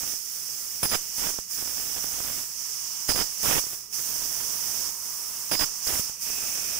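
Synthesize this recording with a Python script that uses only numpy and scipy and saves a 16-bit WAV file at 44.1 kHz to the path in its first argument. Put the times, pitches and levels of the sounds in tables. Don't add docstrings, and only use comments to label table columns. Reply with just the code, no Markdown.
import sys
import numpy as np
from scipy import signal
from scipy.fft import rfft, irfft, next_fast_len
from scipy.io import wavfile
from scipy.ndimage import uniform_filter1d

SR = 44100
rng = np.random.default_rng(int(sys.argv[2]) if len(sys.argv) > 2 else 0)


def gain_from_db(level_db):
    decades = np.asarray(level_db, float) / 20
    return 10 ** decades


def wav_out(sig):
    wavfile.write(sys.argv[1], SR, np.round(np.clip(np.atleast_2d(sig).T, -1, 1) * 32767).astype(np.int16))


N = 299439

# hz, level_db (per Hz)
SHOP_COLOUR = [(15, -34), (25, -3), (151, 0), (224, -2.5), (287, -10), (481, -5.5), (616, -16), (1010, -44),
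               (1350, -54), (2270, -14), (3500, -26), (4550, -56), (7700, -120)]
SHOP_DB = -64.5
# pitch_hz, level_db (rms)
SHOP_HUMS = [(47, -65.5), (419, -66.5), (1960, -67)]

# start_s, end_s, pitch_hz, level_db
SLOTS = [
    (.95, 1.15, 2950, -54),
    (2.8, 3.4, 2900, -55),
    (5.4, 6.1, 2740, -58),
    (6.298, 6.9, 2526, -46),
]
SLOT_FADE = 87
BED_HZ = 1051
# time_s, far_port_gain_db, hollow_bed_db
HEAD_TRAVEL = [(0, -1, -72), (1, 1, -65), (1.7, 0.5, -64), (3, 2, -53.5), (3.7, -0.5, -58), (4.9, 0, -48.5),
               (5.5, 0.5, -49), (6.15, 2, -56), (6.3, 2.5, -60), (6.79, 2.5, -68)]

CRATER_HZ, CRATER_DB, CRATER_FAR_DB = 5160, 3, -14
# start_s, end_s, pulse_tone_db, second_harmonic_db, third_harmonic_db
BEAM_BURSTS = [
    (.828, 0.888, -39, -36, -38),
    (0.891, 0.968, -37.5, -42, -44),
    (3.086, 3.188, -32.5, -41, -44),
    (3.177, 3.272, -38.5, -52, -47),
    (5.512, 5.588, -32.5, -41.5, -39),
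    (5.59, 5.647, -32.5, -45.5, -39),
    (5.872, 5.879, -33, -54, -47),
]
PULSE_HZ = 5000
BEAM_FAR_DB = [-33, 4, -14]
BEAM_SAG = [66, 255, 130]

# time_s, peak_db, width_ms, rebound_share
NEAR_POPS = [(1.342, -29, .3, 0.39), (1.388, -17.5, 0.29, 0.43), (1.626, -24, 0.26, 0.54),
             (2.044, -20, 0.27, .21), (2.204, -17.5, 0.13, .2), (2.247, -26, .3, .27), (2.3, -23, .25, .2),
             (3.092, -19, .45, 0.7), (3.148, -20.5, .36, .97), (3.162, -24, .36, .6),
             (5.996, -21, 0.92, 0.65), (3.64, -29, 0.31, .45), (3.669, -31, .3, .46),
             (3.733, -27.5, 0.27, 0.39), (6.097, -31.5, 0.7, 0.9), (6.303, -25, 0.15, 0.49),
             (6.333, -30, 0.22, .4)]
FAR_POPS = [(.844, -22, 0.42, 0.089), (.853, -27, .46, .4), (.943, -25, .66, .1), (3.098, -24, 0.61, 0.27),
            (3.178, -31, .37, .97), (3.194, -28, 0.29, 1.1), (3.214, -29, 0.73, .7), (3.437, -36, 2.5, .18),
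            (3.444, -27, 1.4, .3), (3.453, -31, 1.9, .3), (3.467, -21, 0.63, .3), (3.472, -30, .76, .3),
            (3.486, -29, 2.2, .2), (3.492, -21, 0.67, .62), (3.527, -36, 2.7, .1), (3.545, -22, 1.2, .3),
            (3.559, -35, 1.7, .2), (3.563, -30, 1.1, .9), (3.571, -36, 5.1, .3), (3.579, -22, 2.3, .1),
            (5.609, -32, 1.2, .6), (5.631, -29, 1.3, .4), (1.183, -44, 0.92, .3), (5.873, -47, 0.92, .3),
            (5.995, -27, 1.1, .3)]
NEAR_REBOUND_MS, FAR_REBOUND_MS = 3.3, 4.5
# hz, level_db (per Hz)
CRACKLE_COLOUR = [(20, 11), (300, 0.5), (1000, -2), (2500, -4), (3500, -1.5), (4200, -8.5), (8000, 7.5),
                  (16000, -23)]

# hz, level_db (per Hz)
NEAR_PORT = [(600, -30), (1100, -22), (1450, -26), (2900, -21.5), (3900, -26), (4600, -14), (5200, -2.5),
             (6000, 0), (7900, -14), (9900, -11.5), (10800, -13), (14000, -10), (14900, -3), (15450, -10)]
FAR_PORT = [(400, -22), (1050, -11), (1600, -14), (2700, -11), (4000, -17), (4900, -8), (6000, -8),
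            (6800, -3), (8500, 0), (10100, -3), (11500, -7), (13500, -9), (15000, -8), (15500, -24)]

# start_s, end_s, jet_db, top_octave_db, overload_db
WAITS = [(.33, .85, -37, -49, -53.5), (2.62, 3.1, -34.5, -50.5, -54.5), (5.06, 5.53, -37, -48.5, -53)]
PIERCES = [(0.834, 0.97, -35.5, -51.5, -45.5), (3.09, 3.228, -32.5, -47, -43.5),
           (5.52, 5.638, -33.5, -46.5, -45)]
DWELLS = [(.965, 1.18, -38, -51, -55), (3.228, 3.435, -39, -50.5, -53.5), (5.645, 5.87, -36.5, -51.5, -59),
          (1.31, 1.392, -41, -51.5, -51.5), (3.6, 3.74, -56, -48.5, -49.5), (3.74, 3.81, -43.5, -64.5, -71),
          (6.04, 6.095, -40, -50.5, -51.5)]
BLOWS = [(1.18, 1.305, -33, -44, -41.5), (3.442, 3.578, -28.5, -38, -28), (5.873, 6.0, -31.5, -41, -37)]
CUTS = [(-.1, .125, -33, -45.5, -48), (1.512, 2.4, -34.5, -46, -46), (3.945, 4.86, -33, -44.5, -47),
        (6.222, 6.9, -33, -46, -45.5)]
SPURTS = [(.831, .857, -44, -42, -32), (.895, .898, -40, -52, -50), (.915, .957, -37, -42, -30.5),
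          (1.216, 1.295, -36.5, -50, -41), (2.035, 2.06, -44, -56, -47), (2.12, 2.4, -64, -60, -45.5),
          (3.086, 3.1, -47, -41, -28.5), (3.1, 3.121, -40, -45, -37), (3.157, 3.168, -38, -42.5, -33),
          (3.178, 3.2, -35, -45, -30), (3.2, 3.222, -35, -46, -33.5), (3.578, 3.595, -31, -46, -36.5),
          (3.928, 3.945, -36, -53, -67), (4.74, 4.85, -40, -58, -52), (5.515, 5.555, -46.5, -47, -29.5),
          (5.595, 5.602, -32, -47, -31.5), (5.61, 5.642, -39, -42.5, -30.5), (5.871, 5.876, -35, -51, -39),
          (5.985, 6.006, -37, -50, -52)]
# three rise_db_per_s and three fall_db_per_s (jet, top octave, overload),
# then far_port_db (over the top octave)
WAIT_SLOPES = [54, 60, 100], [270, 300, 300], 1.9
PIERCE_SLOPES = [1700, 1500, 1500], [82, 260, 240], 0.83
DWELL_SLOPES = [190, 300, 360], [67, 100, 210], 2.8
BLOW_SLOPES = [146, 330, 1600], [75, 250, 1100], 0.57
CUT_SLOPES = [480, 380, 150], [59, 66, 144], 0.55
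SPURT_SLOPES = [3300, 1900, 4800], [300, 490, 1940], .1
KERF_LAG_S = 0.068
EDGE_HZ = 15740


def evened(x):
    return x / np.sqrt(np.mean(x ** 2) + 1e-20)


def smoothed(x, ms):
    r = np.exp(-1000 / (ms * SR))
    return signal.lfilter([1 - r], [1, -r], x)


def flutter(length, ms):
    a, b = rng.standard_normal((length, 2)).T
    z = smoothed(smoothed(a + 1j * b, ms), ms)
    return z / np.sqrt(np.mean(abs(z) ** 2))


def held(t, start, end, rise, fall):
    return -rise * np.maximum(start - t, 0) - fall * np.maximum(t - end, 0)


def coloured(x, spectrum):
    size = next_fast_len(N)
    hz, db = np.transpose(spectrum)
    curve_db = np.interp(np.log(np.fft.rfftfreq(size, 1 / SR) + 1), np.log(hz + 1), db)
    return evened(irfft(rfft(x, size) * gain_from_db(curve_db), size)[:N])


def hiss(patchy_db, tilt_db=0.):
    frames, hz = N // 64 + 5, np.fft.rfftfreq(256, 1 / SR)
    a, b, patches = rng.standard_normal((frames, 129, 3)).T
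    patches = uniform_filter1d(patches, size=4, axis=0)
    patches = evened(uniform_filter1d(patches, size=30, axis=1))
    tilt_db = np.interp(np.arange(frames) * 64, np.arange(N), tilt_db * np.ones(N))
    top = np.clip((hz[:, None] - 7500) / 2500, 0, 1)
    z = (a + 1j * b) * gain_from_db(patchy_db * patches + top * tilt_db)
    return evened(signal.istft(z, nperseg=256, noverlap=192)[1][:N])


def reflected(x, wet, t60):
    t = np.arange(4096) / SR
    sparse = rng.random(4096) < 1500 / SR
    taps = rng.standard_normal(4096) * sparse * gain_from_db(-60 * t / t60)
    return evened(x + wet * signal.oaconvolve(x, taps / np.linalg.norm(taps))[:N])


def stages():
    t, power = np.arange(0, N + 32, 32) / SR, 1e-20
    kinds = [(WAITS, WAIT_SLOPES, 0), (PIERCES, PIERCE_SLOPES, 0), (DWELLS, DWELL_SLOPES, 0),
             (BLOWS, BLOW_SLOPES, 0), (CUTS, CUT_SLOPES, KERF_LAG_S), (SPURTS, SPURT_SLOPES, 0)]
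    for rows, (rise, fall, far_db), overload_lag in kinds:
        for start, end, *db in rows:
            lags = [0, 0, overload_lag]
            near, top, over = [db[k] + held(t, start + lags[k], end, rise[k], fall[k]) for k in range(3)]
            power = power + gain_from_db([near, top, top + far_db, over]) ** 2
    return [np.interp(np.arange(N) / SR, t, db) for db in 10 * np.log10(power)]


def shop():
    t = np.arange(N) / SR
    both = hiss(0.82)
    wash = np.array([coloured(1.85 * both + hiss(5.8), SHOP_COLOUR) for port in range(2)])
    tones = sum(gain_from_db(db - 4.5) * (flutter(N, 21.0) * np.exp(2j * np.pi * hz * t)).real
                for hz, db in SHOP_HUMS)
    return gain_from_db(SHOP_DB + np.array([[1.5], [2.5]])) * wash + tones


def slot(near_db, bed_db):
    t = np.arange(N) / SR
    song = sum(gain_from_db(db + held(t, start, end, SLOT_FADE, SLOT_FADE)) * np.exp(2j * np.pi * hz * t)
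               for start, end, hz, db in SLOTS)
    whistle = np.array([(flutter(N, .8) * song).real for port in range(2)])
    boom = (flutter(N, .5) * np.exp(2j * np.pi * BED_HZ * t)).real
    breath_db = 0.43 * (near_db + 28.0) + np.array([[3], [5]])
    return gain_from_db(breath_db) * whistle + gain_from_db(bed_db + breath_db - 3.5) * boom


def crater():
    t = np.arange(N) / SR
    size = sum(gain_from_db(db + CRATER_DB + held(t, start, end - .02, 2500, 250))
               for start, end, db, *rest in PIERCES)
    rasp = (flutter(N, .9) * np.exp(2j * np.pi * CRATER_HZ * t)).real
    return size * rasp * gain_from_db([[CRATER_FAR_DB], [0]])


def beam():
    out = np.zeros((2, N))
    for start, end, *levels in BEAM_BURSTS:
        at = np.arange(round(start * SR), round(end * SR))
        fade = signal.windows.tukey(len(at), .1)
        for k, db in enumerate(levels):
            shake = np.array([1 + .45 * flutter(len(at), 4) + .75 * flutter(len(at), .45)
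                              for port in range(2)])
            wave = (shake * np.exp(2j * np.pi * (k + 1) * PULSE_HZ * at / SR)).real
            wave = wave * gain_from_db(db + 11 - BEAM_SAG[k] * (at / SR - start)) * fade
            out[:, at] += wave * gain_from_db([[BEAM_FAR_DB[k]], [0]])
    return out


def pops(rows, rebound_ms):
    out, ms = np.zeros(N), np.arange(2048) * 1000 / SR
    for s, db, width, share in rows:
        early, late = np.minimum(ms - .3, 0), np.maximum(ms - .3, 0)
        spike = np.exp(-(early / .13) ** 2 / 2 - (late / width) ** 2)
        dip = share * (1 - np.exp(-(late / width) ** 2)) * np.exp(-late / rebound_ms)
        at = round(s * SR) - 13
        out[at:at + 2048] += gain_from_db(db) * (spike - dip)
    return out


def crackle(overload_db):
    sides = signal.sosfilt(signal.butter(2, 3000, fs=SR, output="sos"), rng.standard_normal((N, 2)).T)
    envelope = evened(np.hypot(*sides))
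    headroom = np.clip(1.2 - .07 * (overload_db + 48), .3, 1.4)
    steps = np.linspace(.2, 1.5, num=14)
    excess = np.maximum(envelope[:SR, None] - steps, 0)
    spikes = np.maximum(envelope - headroom, 0) - np.interp(headroom, steps, excess.mean(0))
    spikes = spikes / np.interp(headroom, steps, excess.std(0))
    both_ways = np.clip((overload_db + 45) / 9, 0, .95)
    spikes = np.sqrt(1 - both_ways ** 2) * spikes + both_ways * evened(sides[0])
    spikes = coloured(spikes - 0.95 * smoothed(spikes, 1.2), CRACKLE_COLOUR)
    size = gain_from_db(overload_db + 6 - 3 * np.maximum(-52 - overload_db, 0))
    size = size * gain_from_db(2.5 * both_ways * np.sqrt(2) * flutter(N, 1.5).real)
    size = size * gain_from_db(3 * both_ways * flutter(N, 5).real + 2.5 * (1 - both_ways) * flutter(N, 8).real)
    wobble = evened(smoothed(smoothed(rng.standard_normal(N), 2), 2))
    sag = smoothed(0.089 * np.tanh(size / 0.14) * (0.5 + 0.43 * wobble), 1.8)
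    return size * spikes - sag + 1.2 * smoothed(sag, 24)


def jet(near_db, top_db, far_db):
    tilt_db = top_db - near_db
    near = hiss(0.97, tilt_db - tilt_db.mean())
    far = reflected(.25 * near + hiss(1.2), wet=.35, t60=.15)
    near = reflected(near, wet=.3, t60=.15)
    return np.array([gain_from_db(far_db + 9.0) * coloured(far, FAR_PORT),
                     gain_from_db(near_db + 8.0) * coloured(near, NEAR_PORT)])


def scene():
    near_db, top_db, far_db, overload_db = stages()
    s, far_gain_db, bed_db = np.transpose(HEAD_TRAVEL)
    t = np.arange(N) / SR
    far_gain_db, bed_db = np.interp(t, s, far_gain_db), np.interp(t, s, bed_db)
    far_overload = pops(FAR_POPS, FAR_REBOUND_MS)
    near_overload = crackle(overload_db) + pops(NEAR_POPS, NEAR_REBOUND_MS)
    background = shop() + slot(near_db, bed_db)
    head = crater() + beam() + jet(near_db, top_db, far_db + far_gain_db)
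    return background + head + np.array([far_overload, near_overload])


def roll_off(x):
    return signal.sosfilt(signal.butter(12, 16000, fs=SR, output="sos"), x)


def record(dry):
    ceiling = 0.34
    edge = signal.firwin(1023, EDGE_HZ, window=("kaiser", 9), fs=SR)
    limited = signal.oaconvolve(ceiling * np.tanh(dry / ceiling), edge[None], "same")
    return roll_off(limited)


dry = scene()
out = record(dry)
wav_out(out)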